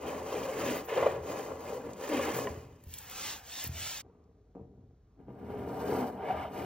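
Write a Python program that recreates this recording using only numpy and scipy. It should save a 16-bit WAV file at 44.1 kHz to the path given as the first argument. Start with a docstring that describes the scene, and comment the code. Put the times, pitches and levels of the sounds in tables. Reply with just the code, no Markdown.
"""Hand scraper on a hardwood board

A blade is pushed over the face of a seat board, a palm sweeps it, then the blade works along the rim. Random
slips drive board and springy blade resonances; filtered grains make edge rasp and fibre hiss. Sawtooth runs
judder and groan; blows and cracks ring in a short workshop reverb, while rustles and a low rumble join dry. Two
microphone ports hear it with phase lag, partial coherence and a level balance per frequency."""
import sys
import numpy as np
from scipy import signal
from scipy.fft import rfft, irfft, next_fast_len
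from scipy.io import wavfile

SR = 44100
rng = np.random.default_rng(int(sys.argv[2]) if len(sys.argv) > 2 else 0)


def generate_wav(signal):
    """Clip the signal to [-1, 1] and save it as 16-bit WAV at the path in sys.argv[1]."""
    frames = np.transpose(np.atleast_2d(signal))
    scaled = np.clip(frames, -1, 1) * 32767
    pcm = np.round(scaled).astype(np.int16)
    wavfile.write(sys.argv[1], SR, pcm)


N = 293265
TAPS = 16384  # length of the impulse responses, samples
TIME = np.arange(N) / SR
TAP_TIME = np.arange(TAPS) / SR
BINS = np.fft.rfftfreq(TAPS, 1 / SR)
SWEEPING_STOPS_S = 4.02  # the sweeping sound breaks off abruptly here; earlier blows excite the face, later ones the rim
STROKE_ARCH, SWEEP_ARCH = 1.72, 2  # a higher power gives a flatter top to the arch of hand speed

# fizz of dust and dry curls, relative spectrum: f/Hz, level/dB
DUST_COLOUR = [(6000, -30.5), (10000, -1), (12000, 0), (14300, 1.5), (15600, 0)]


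def amp(db):
    """Decibels to gain."""
    return 10 ** (np.asarray(db) / 20)


def unit(x):
    """Scales to rms 1."""
    return x / np.sqrt(np.mean(x ** 2) + 1e-20)


def read(table, hz=BINS, axis=1):
    """One column of a table, interpolated along log frequency."""
    table = np.array(table, float)
    return np.interp(np.log(hz + 1), np.log(table[:, 0] + 1), table[:, axis])


def add(mix, s, peak_db, sound):
    """Mixes a sound in at time s, scaled to the given peak."""
    sound = amp(peak_db) * sound / abs(sound).max()
    part = mix[round(s * SR):][:len(sound)]
    part += sound[:len(part)]


def response(gain, band):
    """Minimum-phase impulse response of a gain curve; white noise of rms 1 leaves rms 1 in the band."""
    in_band = (BINS > band[0]) * (BINS < band[1])
    gain = gain / np.sqrt(np.mean(gain ** 2 * in_band))
    cepstrum = irfft(np.log(np.maximum(gain, 1e-5)))
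    # fold the cepstrum to make it causal
    cepstrum[1:TAPS // 2] *= 2
    cepstrum[TAPS // 2 + 1:] = 0
    return irfft(np.exp(rfft(cepstrum)))


def ring(x, impulse):
    """Plays x through an impulse response."""
    return signal.oaconvolve(x, impulse)[:len(x)]


def coloured(x, colour, band):
    """Filters x by a table of f/Hz, level/dB, normalised in the band."""
    return ring(x, response(amp(read(colour)), band))


def lowpass(x, hz):
    """Second-order low-pass."""
    return signal.sosfilt(signal.butter(2, min(hz, SR / 2 - 1), fs=SR, output="sos"), x)


def wander(hz):
    """Slow random drift of rms 1, low-passed at the given rate."""
    return unit(lowpass(rng.standard_normal(N), hz))


def grains(per_s, spread_db):
    """Clicks of random sign at random moments, most small and a few large, rms 1."""
    size = amp(spread_db * np.minimum(rng.exponential(1, N), 4))
    sign = rng.choice([-1, 1], N)
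    return unit(size * sign * (rng.random(N) < per_s / SR))


def sawtooth(turns, harmonics):
    """Sawtooth with a limited number of harmonics, from its phase in turns."""
    return sum(np.sin(2 * np.pi * k * turns) / k for k in range(1, harmonics + 1))


def resonate(x, hz, width_hz):
    """A resonance of gain 1 that follows the curve hz."""
    turn = np.exp(2j * np.pi * np.cumsum(hz) / SR)
    r = np.exp(-np.pi * width_hz / SR)
    # shift the resonance to 0 Hz, smooth, shift back
    smooth = signal.lfilter([1 - r], [1, -r], x / turn + 1e-18)
    return 2 * (turn * smooth).real


def swell(moves, axis, dip_db, arch):
    """Gain from a dB column: tops at start + rise, dip_db lower at the ends; overlaps add in power."""
    power = np.zeros(N)
    for move in moves:
        start, rise, fall = move[:3]
        from_top = TIME - start - rise
        slowness = np.maximum(-from_top / rise, from_top / fall)
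        near = slowness < 3  # the tails run on past the ends
        power[near] += amp(move[axis] - dip_db * slowness[near] ** arch) ** 2
    return np.sqrt(power)


def scrape(face, rim):
    """The blade sticks and slips at random, digging in and letting go over the grain."""
    # pushes over the face, relative levels: start t/s, speeding up t/s, slowing down t/s,
    # cutting force/dB, slow flexing/dB, edge rasp/dB, fibre hiss/dB, held blade resonance f/Hz
    face_strokes = [(0.0, 0.074, 0.21, -35.5, -43.5, -46.5, -57.5, 528),
                    (0.19, .19, 0.22, -35.5, -45.5, -46.5, -56.5, 486.6),
                    (0.5, 0.2, 0.13, -33, -42, -38.5, -50, 447),
                    (0.872, 0.026, 0.21, -36, -56, -42, -59.5, 534),
                    (0.93, 0.068, 0.19, -30.5, -48, -42, -57.5, 545),
                    (1.23, 0.088, 0.24, -35, -45.5, -47, -55.5, 505),
                    (1.56, 0.14, 0.12, -38.5, -48.5, -52, -60, 440),
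                    (1.78, 0.088, 0.13, -43.5, -45, -57.5, -68, 440),
                    (1.97, 0.082, 0.11, -41, -64.5, -49, -57.5, 495),
                    (2.04, 0.14, 0.32, -34.5, -42, -39, -51.5, 415),
                    (2.3, 0.094, 0.123, -35.5, -42, -67, -53, 493.5),
                    (2.44, 0.073, 0.45, -59.5, -60, -65, -75, 383.6)]
    # pushes along the rim, same columns
    rim_strokes = [(5.18, 0.022, 0.044, -58.5, -53.5, -82, -91, 357),
                   (5.268, 0.032, 0.021, -54, -48, -73, -86, 396),
                   (5.36, 0.21, 0.71, -42.5, -44, -62.5, -69.5, 394),
                   (5.68, 0.31, 0.13, -32, -46.5, -52, -52, 459),
                   (5.87, 0.058, 0.055, -36, -42, -71, -87, 500),
                   (6.18, 0.12, 0.11, -33, -50.5, -51, -64, 732),
                   (6.33, 0.071, 0.092, -35, -49, -49, -61.5, 954),
                   (6.51, 0.077, 0.17, -36, -45, -52.5, -54.5, 430)]
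    # slip force briefly rises or falls: t/s, half-length t/s, force change/dB
    force_changes = [(0.341, 0.017, -1.5), (0.974, 0.012, 3.5), (1.033, 0.008, 7), (1.066, 0.013, 6.5),
                     (1.157, 0.016, 3), (1.513, 0.03, 6), (2.281, 0.019, 4.5), (5.955, 0.016, -1),
                     (6.305, 0.013, 5)]
    # relative spectra of edge rasp and fibre hiss: f/Hz, level/dB
    face_rasp = [(700, -29), (1150, 2), (1650, 3.5), (2000, 5), (2250, 1), (2450, 5), (2750, 1), (3150, 0),
                 (3500, -4.5), (3850, -6), (4300, -15), (5500, -18), (9000, -48)]
    rim_rasp = [(700, -36), (1250, 5.5), (1600, 5), (1900, 1.5), (2250, 8.5), (2620, -1), (2900, 3.5),
                (3250, -3), (3650, -4.5), (4100, -14.5), (5500, -12), (9000, -42)]
    face_hiss = [(2000, -2.5), (4000, 0.5), (4900, 5.5), (5800, 5.5), (7500, 11), (8500, 4), (10100, 5),
                 (11200, 0), (13500, 2.5), (15500, 2)]
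    rim_hiss = [(2000, -17), (4000, 0), (6000, 1), (7000, -3), (7900, 10.5), (9000, -15), (10200, -5),
                (11700, 12.5), (12900, -7.5), (14000, 6.5), (15500, -7)]
    bite = wander(24)
    slip_force = amp(sum(db * np.exp(-((TIME - s) / length) ** 2) for s, length, db in force_changes))
    slips = slip_force * grains(1900, 0.83)
    out = shake(face_strokes, slips, face, body_db=-12.5, flex_db=6.0, blade_db=-5.0,
                blade_width_hz=630, chatter_db=-22)
    out += shake(rim_strokes, slips, rim, body_db=-12.5, flex_db=8.0, blade_db=-5.0,
                 blade_width_hz=506, chatter_db=-27)
    out += shave(face_strokes, slips, bite, face_rasp, face_hiss, rasp_db=-4.0, hiss_db=2.5)
    return out + shave(rim_strokes, slips, bite, rim_rasp, rim_hiss, rasp_db=-1.5, hiss_db=-9.0)


def shake(strokes, slips, body, body_db, flex_db, blade_db, blade_width_hz, chatter_db):
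    """Slips drive the board, partly through the springy blade, which also chatters at its resonance."""
    force = swell(strokes, axis=3, dip_db=10, arch=STROKE_ARCH)
    flex = swell(strokes, axis=4, dip_db=9, arch=STROKE_ARCH)
    slow = signal.sosfiltfilt(signal.butter(6, 320, fs=SR, output="sos"), slips)
    push = force * (slips - slow)
    held_hz = held_blade(strokes)
    push = push - resonate(push, 0.26 * held_hz, 230)  # little passes well below the blade's resonance
    blade = resonate(push, held_hz, blade_width_hz)
    highpass = signal.butter(4, 300, "high", fs=SR, output="sos")
    buzz = force * signal.sosfilt(highpass, chatter(held_hz))
    drive = amp(body_db) * push + amp(blade_db) * blade
    drive += amp(chatter_db) * buzz + amp(flex_db) * flex * slow
    return ring(drive, body)


def held_blade(strokes):
    """Resonance of the springy blade (Hz): it moves from push to push and wavers with the grip."""
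    start, rise, *_, blade_hz = np.transpose(strokes)
    grip_wobble = 0.069  # rms, log frequency
    return np.interp(TIME, start + rise, blade_hz) * np.exp(grip_wobble * wander(30))


def chatter(hz):
    """One slip for each swing of the blade, uneven in timing and size."""
    jitter, spread_db = 0.15, 1.5  # rms of log rate and of strength
    turns = np.cumsum(hz * np.exp(jitter * wander(250))) / SR
    clicks = np.diff(np.floor(turns), prepend=0)
    return unit(clicks * amp(spread_db * wander(90)))


def shave(strokes, slips, bite, rasp_colour, hiss_colour, rasp_db, hiss_db):
    """Each slip breaks off a chip at the edge; fibres tear between them in a finer stream."""
    depth = swell(strokes, axis=5, dip_db=14.5, arch=STROKE_ARCH)
    hiss = swell(strokes, axis=6, dip_db=12.5, arch=STROKE_ARCH)
    chips = unit((slips + 1.2 * grains(5000, 3.3)) * amp(0.91 * bite))
    fibres = unit((0.056 * slips + grains(8000, 0.9)) * amp(1.6 * bite + 0.85 * wander(120)))
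    edge = coloured(chips * depth, rasp_colour, (1500, 3800))
    # the growing shaving rings at a drifting pitch
    curl_hz = 2130 * np.exp(0.25 * wander(17))
    edge += amp(0.5) * resonate(edge, curl_hz, width_hz=150)
    tearing = coloured(fibres * hiss, hiss_colour, (5300, 7500))
    return glance(amp(rasp_db) * edge + amp(hiss_db) * tearing, share=0.22, delay_s=.002, drift=.12)


def board(axis):
    """The ring of the board, a sum of resonances driven on the face (axis 2) or at the rim (axis 3)."""
    # board resonances, relative levels: f/Hz, width f/Hz, face level/dB, rim level/dB
    modes = [(83, 9, -10, -5.5), (127, 11, -7, -5.5), (172, 20, -11, -7), (197, 15, -13, -5),
             (246, 13, -5.5, -3), (265, 24, -8.5, -20), (287, 13, -9, -3), (320, 22, -7.5, -11),
             (350, 24, -6, -5.5), (392, 12, -24, -7), (421, 20, -3, -1), (465, 32, -2, -1.5),
             (506, 40, -11, -16), (527, 22, -5.5, -19), (553, 14, -7, -9), (583, 17, -4, -10),
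             (626, 17, -12, -5.5), (675, 45, -12, -9.5), (745, 50, -11.5, -3.5), (805, 30, -9, -9),
             (850, 30, -14, -14), (920, 35, -16, -8), (958, 24, -7.5, -5), (992, 25, -8.5, -15),
             (1075, 60, -9.5, -17), (1140, 55, -9, -15), (1200, 25, -22, -10), (1378, 30, -13, -13),
             (1425, 30, -16, -15), (1567, 40, -15, -11), (1688, 18, -15, -16), (2010, 50, -11, -22),
             (2260, 72, -30, -20), (2430, 50, -20, -32), (2602, 30, -22, -34), (2910, 40, -29, -20)]
    power = 0
    for mode in modes:
        detune = (BINS ** 2 - mode[0] ** 2) / (mode[1] * (BINS + 1))
        power = power + amp(mode[axis]) ** 2 / (1 + detune ** 2)
    # radiation: f/Hz, level/dB
    radiated = read([(20, -20.5), (70, 3.0), (1100, 3.5), (2500, 1.5), (4500, -19.0), (9000, -41.0)])
    return response(np.sqrt(power) * amp(radiated), (330, 1300))


def judders(face, rim):
    """A few nearly regular sawtooth slips in a row pump the board near one resonance."""
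    # the tool catches, peaks before the room: middle t/s, peak level/dB, mean slip rate f/Hz, length t/s
    catches = [(0.101, -33, 527, 0.008), (0.17, -33.5, 458, 0.0076), (0.264, -31, 514, 0.0078),
               (0.328, -31, 580, 0.0071), (0.344, -26.5, 470, 0.0063), (0.358, -27, 453, .014),
               (0.456, -29.5, 518, .014), (0.492, -29, 520, .03), (0.637, -28.5, 570, 0.016),
               (0.723, -25, 526, 0.0064), (0.77, -31.5, 560, 0.0064), (0.887, -30.5, 840, 0.0042),
               (0.927, -25.5, 512, .01), (0.982, -21, 600, 0.007), (0.984, -26, 530, 0.0079),
               (1.028, -15.5, 606, .009), (1.067, -15, 566, .011), (1.163, -33.5, 586, 0.014),
               (1.328, -33, 502, .012), (1.438, -31, 495, 0.0074), (1.518, -36, 534, .016),
               (1.539, -41, 490, .012), (1.632, -47, 489, 0.013), (2.122, -26, 546, 0.012),
               (2.135, -31, 490, 0.0099), (2.196, -26.5, 567, .024), (2.277, -42, 426, .012),
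               (2.389, -26.5, 532, 0.0091), (2.425, -38, 446, 0.012), (2.534, -49, 400, 0.0049),
               (4.051, -53, 375, 0.018), (4.065, -49, 372, 0.0063), (4.099, -53.5, 430, .016),
               (4.151, -56, 446, 0.011), (4.313, -64, 402.6, 0.0036), (4.648, -63, 436, 0.0093),
               (4.74, -56, 341, 0.006), (4.752, -63, 359, 0.0065), (4.777, -59, 326.4, 0.0056),
               (4.817, -58.5, 256, 0.013), (4.909, -57, 380, 0.0088), (4.943, -60.5, 352, 0.0094),
               (5.206, -53, 325, 0.0098), (5.284, -40.5, 384, .006), (5.304, -52, 410, 0.0064),
               (5.432, -40, 345, 0.014), (5.487, -35, 380, 0.0067), (5.503, -30.5, 410, 0.0047),
               (5.541, -31, 413, 0.022), (5.558, -34, 428, 0.0091), (5.676, -34.5, 405, 0.017),
               (5.701, -31.5, 383, 0.011), (5.874, -42, 491, .012), (5.926, -27.5, 434, 0.013),
               (5.955, -32, 343, 0.014), (6.017, -36.5, 486, 0.0052), (6.038, -31, 397, 0.0065),
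               (6.308, -28, 723, 0.032), (6.346, -29.5, 630, 0.02), (6.454, -33, 635, 0.03),
               (6.583, -35, 440, 0.0096)]
    out = np.zeros(N)
    for s, db, hz, length in catches:
        jitter = 0.083 * unit(lowpass(rng.standard_normal(TAPS), hz))
        turns = np.cumsum(hz * np.exp(jitter)) / SR
        window = np.sin(np.pi * np.minimum(TAP_TIME / length, 1)) ** 2
        sound = ring(sawtooth(turns, 6) * window, face if s < SWEEPING_STOPS_S else rim)
        add(out, s - length / 2, db, sound)
    return out


def groans(face, rim):
    """Long runs of sawtooth slips glide across the resonances of the board."""
    # longer chatter, peaks before the room: start t/s, length t/s, peak level/dB,
    # mean slip rate at start f/Hz, in the middle f/Hz, at the end f/Hz
    runs = [(0.562, 0.12, -34, 424, 310, 255), (0.645, 0.11, -25, 263.2, 237, 408),
            (0.75, 0.12, -37, 258, 249, 363.7), (0.976, .06, -29, 452, 405, 496),
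            (1.675, 0.16, -32.5, 501, 480, 480), (1.82, 0.084, -35.5, 484, 471, 482),
            (1.985, 0.07, -32.5, 484, 459, 470), (2.089, 0.072, -24.5, 314, 288.5, 244),
            (2.126, .105, -27, 242, 250, 319), (2.233, 0.099, -29.5, 294.6, 315.7, 332),
            (2.298, 0.083, -33, 253, 233, 269), (5.941, 0.13, -21, 267.2, 251, 238),
            (6.057, 0.13, -38, 242.2, 250.7, 234.5)]
    jitter_rms, spread_db = 0.1, 3  # unevenness of log rate and of strength
    out = np.zeros(N)
    for s, length, db, *rates_hz in runs:
        progress = np.minimum(TAP_TIME / length, 1)
        jitter, strength = (unit(lowpass(row, 110)) for row in rng.standard_normal((2, TAPS)))
        rate_hz = np.interp(progress, [0, .5, 1], rates_hz) * np.exp(jitter_rms * jitter)
        saw = sawtooth(np.cumsum(rate_hz) / SR, 8)
        drive = saw * np.sin(np.pi * progress) * amp(spread_db * strength)
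        add(out, s, db, ring(drive, face if s < SWEEPING_STOPS_S else rim))
    return out


def clacks():
    """The body of the tool taps the wood as it leaves and rings very briefly in decaying sines."""
    # taps, peaks before the room: t/s, peak level/dB
    taps = [(2.471, -24.5)]
    # ring of the tool, relative levels: f/Hz, level/dB, t60 t/s
    partials = [(655, -0.5, 0.079), (1010, 2.5, 0.053), (1835, 1.5, 0.031), (2270, -8, 0.029),
                (2910, -3, 0.026)]
    t = TAP_TIME
    sound = sum(amp(db - 60 * t / t60) * np.sin(2 * np.pi * hz * t) for hz, db, t60 in partials)
    sound = sound * np.minimum(t / 0.001, 1)  # 1 ms rise
    out = np.zeros(N)
    for s, db in taps:
        add(out, s, db, sound)
    return out


def knocks(face, rim):
    """Blows of tool and hand: the softer the touch, the fewer resonances of the board it reaches."""
    # blows, peaks before the room: t/s, peak level/dB, low-pass f/Hz
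    blows = [(2.476, -32, 1002), (2.501, -38, 104), (2.572, -44, 120), (2.866, -40, 56.7),
             (3.645, -41, 480), (3.666, -36, 140), (3.692, -31.5, 110), (3.753, -42, 112.3),
             (4.551, -43, 1205), (4.556, -41.5, 540), (4.567, -39, 800), (4.578, -41, 800),
             (4.595, -46, 1100), (4.612, -38, 257), (4.652, -47, 600), (5.202, -42, 396), (5.289, -42, 700),
             (5.306, -39, 900)]
    out = np.zeros(N)
    for s, db, hz in blows:
        sound = lowpass(lowpass(face if s < SWEEPING_STOPS_S else rim, hz), hz)
        add(out, s, db, sound)
    return out


def snaps():
    """The edge ticks, splinters snap and chips land: tiny dry noise cracks that die in milliseconds."""
    # cracks, peaks before the room: t/s, peak level/dB, centre f/Hz
    cracks = [(1.607, -41, 11930), (1.934, -38, 6500), (2.838, -46, 9400), (2.9385, -39, 3450),
              (2.939, -28.5, 9300), (2.947, -36, 9800), (2.985, -31.5, 8000), (3.097, -34, 12600),
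              (3.112, -34, 12500), (3.640, -23.5, 13600), (3.674, -29, 11900), (4.24, -70, 5460)]
    out = np.zeros(N)
    t = np.arange(2048) / SR
    for s, db, hz in cracks:
        crack = rng.standard_normal(len(t)) * np.exp(-t / 0.0029)
        bell = 1 / (1 + (np.log((BINS + 1) / hz) / .3) ** 2)
        add(out, s, db, ring(crack, response(bell, (0, SR))))
    return out


def settle(body):
    """Each shift of the tool starts a dull rattle on the board that dies away."""
    # the tool shifts and settles, relative levels: t/s, level/dB, t60 t/s
    shifts = [(4.019, -57.5, 5), (4.549, -42, 0.6), (4.754, -60.5, 0.49)]
    rise_s = 0.0055
    level = np.zeros(N)
    for s, db, t60 in shifts:
        age = np.maximum(TIME - s, 0)
        level += np.minimum(age / rise_s, 1) * amp(db) * np.exp(-np.log(1000) * age / t60)
    rattle = lowpass(lowpass(grains(660, 0.72), 350), 800)
    return ring(rattle * level, body)


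def palm(skin_db, rub_db, dust_db):
    """Skin hisses smoothly over the wood, fuller when pressed, and rolls fizzing dust ahead of it."""
    # sweeps, relative levels: start t/s, speeding up t/s, slowing down t/s,
    # skin hiss/dB, rub of the pressed hand/dB, dust fizz/dB
    sweeps = [(2.85, .12, 0.16, -55, -74.5, -55.5), (3.03, 0.26, 0.12, -41, -47.5, -51),
              (3.42, 0.19, 0.094, -43, -52, -53), (3.61, 0.049, 0.028, -45.5, -56.5, -47.5),
              (3.69, 0.16, 0.3, -41, -51, -51)]
    # resonance of the hollow under the moving palm: t/s, f/Hz
    hollow = [(3.1, 2800), (3.28, 3000), (3.32, 4100), (3.4, 2660), (3.54, 3850), (3.6, 3580),
              (3.655, 2200), (3.78, 3000), (3.98, 3380)]
    # relative spectra of skin hiss and rub: f/Hz, level/dB
    skin_colour = [(600, -20.5), (1400, 0.5), (2000, 4.5), (3000, 6.5), (3800, 5.5), (4500, 6.5), (5800, 9),
                   (8000, 9.5), (10000, -3), (12000, -16), (16000, -10)]
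    rub_colour = [(60, -14), (200, -1.5), (330, -8), (480, -2), (700, -3), (980, -3.5), (1400, -3.5),
                  (2000, -6.5), (3000, -15.5), (6000, -62)]
    sounding = np.clip((SWEEPING_STOPS_S - TIME) / 0.013, 0, 1)  # 13 ms fade to the stop
    level = sounding * swell(sweeps, axis=3, dip_db=21.5, arch=SWEEP_ARCH)
    pressed = sounding * swell(sweeps, axis=4, dip_db=10.5, arch=SWEEP_ARCH)
    dust = sounding * swell(sweeps, axis=5, dip_db=15.5, arch=SWEEP_ARCH)
    ridges = level * unit(grains(16000, 0.62) * amp(0.66 * wander(78)))
    skin = coloured(ridges, skin_colour, (2000, 7500))
    hollow_hz = np.interp(TIME, *np.transpose(hollow))
    skin += amp(-4) * resonate(skin, hollow_hz, width_hz=1000)
    rub = coloured(pressed * grains(4000, 1.5), rub_colour, (400, 1600))
    fizz = coloured(dust * grains(7000, 2.8), DUST_COLOUR, (12500, 15500))
    both = amp(skin_db) * skin + amp(rub_db) * rub + amp(dust_db) * fizz
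    return glance(both, share=0.3, delay_s=.0011, drift=0.13)


def rustles(curls_db, fingers_db):
    """Thin curls fizz as they crumple against the blade; fingers brush and scuff the handle."""
    # curls crumple, relative levels: start t/s, rise t/s, fall t/s, level/dB
    crumples = [(0.735, 0.036, 0.038, -51.5), (0.84, 0.018, 0.039, -56.5), (2.34, 0.031, 0.03, -46)]
    # fingers on the handle, same columns
    touches = [(3.99, 0.08, 0.32, -85), (4.21, 0.015, 0.027, -89), (4.549, 0.0048, 0.013, -75.5),
               (4.555, .02, 0.1, -83), (4.78, .03, .04, -92), (5.03, .09, .07, -91.5)]
    # relative spectrum of the fingers: f/Hz, level/dB
    brush_colour = [(300, -7.5), (1200, 17.5), (1500, -3), (2500, -1.5), (4000, -20), (7000, -11.5),
                    (12000, -27.5)]
    curls = grains(5000, 3.0) * swell(crumples, axis=3, dip_db=13.5, arch=1.6)
    fingers = grains(1500, 1.9) * swell(touches, axis=3, dip_db=12, arch=2.2)
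    fizz = coloured(curls, DUST_COLOUR, (12500, 15500))
    brush = coloured(fingers, brush_colour, (1500, 3800))
    return amp(curls_db) * fizz + amp(fingers_db) * brush


def leans(body):
    """Shifting weight stirs mainly the lowest resonances of the board: a soft, continuous rumble."""
    # the hands lean and rock the board: start t/s, rise t/s, fall t/s, level/dB
    rocks = [(0.98, 0.1, 0.21, -46.5), (2.41, 0.055, 0.22, -49), (2.7, 0.25, 0.16, -57),
             (3.66, 0.064, 0.18, -48), (4.73, 0.038, 0.16, -56.5), (6.3, .06, 0.085, -46.5)]
    weight = lowpass(lowpass(rng.standard_normal(N), 125), 125)
    return unit(ring(weight, body)) * swell(rocks, axis=3, dip_db=8.5, arch=1.4)


def shop():
    """Steady low air noise of the workshop: filtered white noise."""
    # relative spectrum: f/Hz, level/dB
    air_colour = [(20, -40.5), (33, -14), (48, 8), (90, 5.5), (150, -6), (300, -15), (600, -23.5),
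                  (1200, -27), (2500, -39), (6000, -39), (10000, -46), (16000, -51)]
    return amp(-63.5) * unit(coloured(rng.standard_normal(N), air_colour, (0, SR)))


def in_room(x, room_db):
    """Adds dense workshop reflections that die band by band."""
    # reverberation: f/Hz, t60 t/s
    decay = [(100, 0.2), (600, 0.14), (3000, 0.017), (14000, 0.0087)]
    hz, t, z = signal.stft(rng.standard_normal(TAPS), SR, nperseg=256)
    t60 = read(decay, hz)[:, None]
    tail = signal.istft(z * amp(-60 * t / t60) / np.sqrt(t60), SR, nperseg=256)[1]
    return x + amp(room_db) * ring(x, tail / np.linalg.norm(tail))


def glance(x, share, delay_s, drift):
    """Glancing reflections off board and hands comb the treble; their delays drift at random."""
    index = np.arange(N)
    out = x.copy()
    for bounce in range(1, 4):
        delay = bounce * delay_s * np.exp(drift * wander(2))
        source = index - np.round(delay * SR).astype(int)
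        out += share * np.append(x, 0)[np.clip(source, -1, N - 1)]  # index -1 reads the added zero
    return out / np.sqrt(1 + 3 * share ** 2)


def ports(centre, flanks):
    """Two ports hear the centre with a phase lag, and unrelated flank rubbing in opposite signs."""
    # microphone ports: f/Hz, phase by which left leads/rad, coherence, left minus right level/dB
    pair = [(60, 0, 1, .1), (110, -.02, 1, .3), (300, -.16, .97, 1.7), (600, -.13, .86, 1.5),
            (850, -.34, .68, 2), (1250, -.74, .66, -1), (1800, .22, .88, -1.5), (2600, .77, .93, -.5),
            (3500, .29, .93, 0), (4200, .57, .86, 0), (4950, 2.2, .85, 0), (5600, 1.5, .88, 0),
            (7700, 2.75, .95, 0), (8500, 3.13, 1, 0), (11100, 3.15, 1, 0), (12500, 3.92, .82, 0),
            (15500, 5.22, .82, 0)]
    size = next_fast_len(N + TAPS)
    hz = np.fft.rfftfreq(size, 1 / SR)
    phase = read(pair, hz)
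    same = np.clip(read(pair, hz, axis=2), 0, 1)
    balance_db = read(pair, hz, axis=3)
    side = np.array([[1], [-1]])
    both = np.sqrt((1 + same) / 2) * rfft(centre, size)
    both = both + side * np.sqrt((1 - same) / 2) * rfft(flanks, size)
    both = both * np.exp(.5j * side * phase) * amp(side * balance_db / 2)
    return irfft(both, size)[:, :N]


def friction(face, rim):
    """Everything that rubs: the blade, the tool shifting under the fingers, the shavings, the palm."""
    tool = in_room(scrape(face, rim) + settle(rim), room_db=-8.0)
    return tool + rustles(curls_db=1.0, fingers_db=-5.0) + palm(skin_db=-1.0, rub_db=-2.0, dust_db=0)


def scene():
    """Face pass, sweeping, a new grip, rim pass; centre and flanks of the wide edge slip separately."""
    face, rim = board(axis=2), board(axis=3)
    blows = in_room(judders(face, rim) + groans(face, rim) + clacks(), room_db=-8)
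    blows += in_room(knocks(face, rim), room_db=-10.5)
    blows += in_room(snaps(), room_db=-3)
    centre = friction(face, rim) + blows + leans(face) + shop()
    flanks = friction(face, rim) + shop()
    return ports(centre, flanks)


def record(dry):
    """Band limit: a linear-phase low-pass."""
    edge_hz = 15850
    lowpass_taps = signal.firwin(511, edge_hz, window=("kaiser", 9), fs=SR)
    return signal.oaconvolve(dry, lowpass_taps[None], "same")


dry = scene()
out = record(dry)
generate_wav(out)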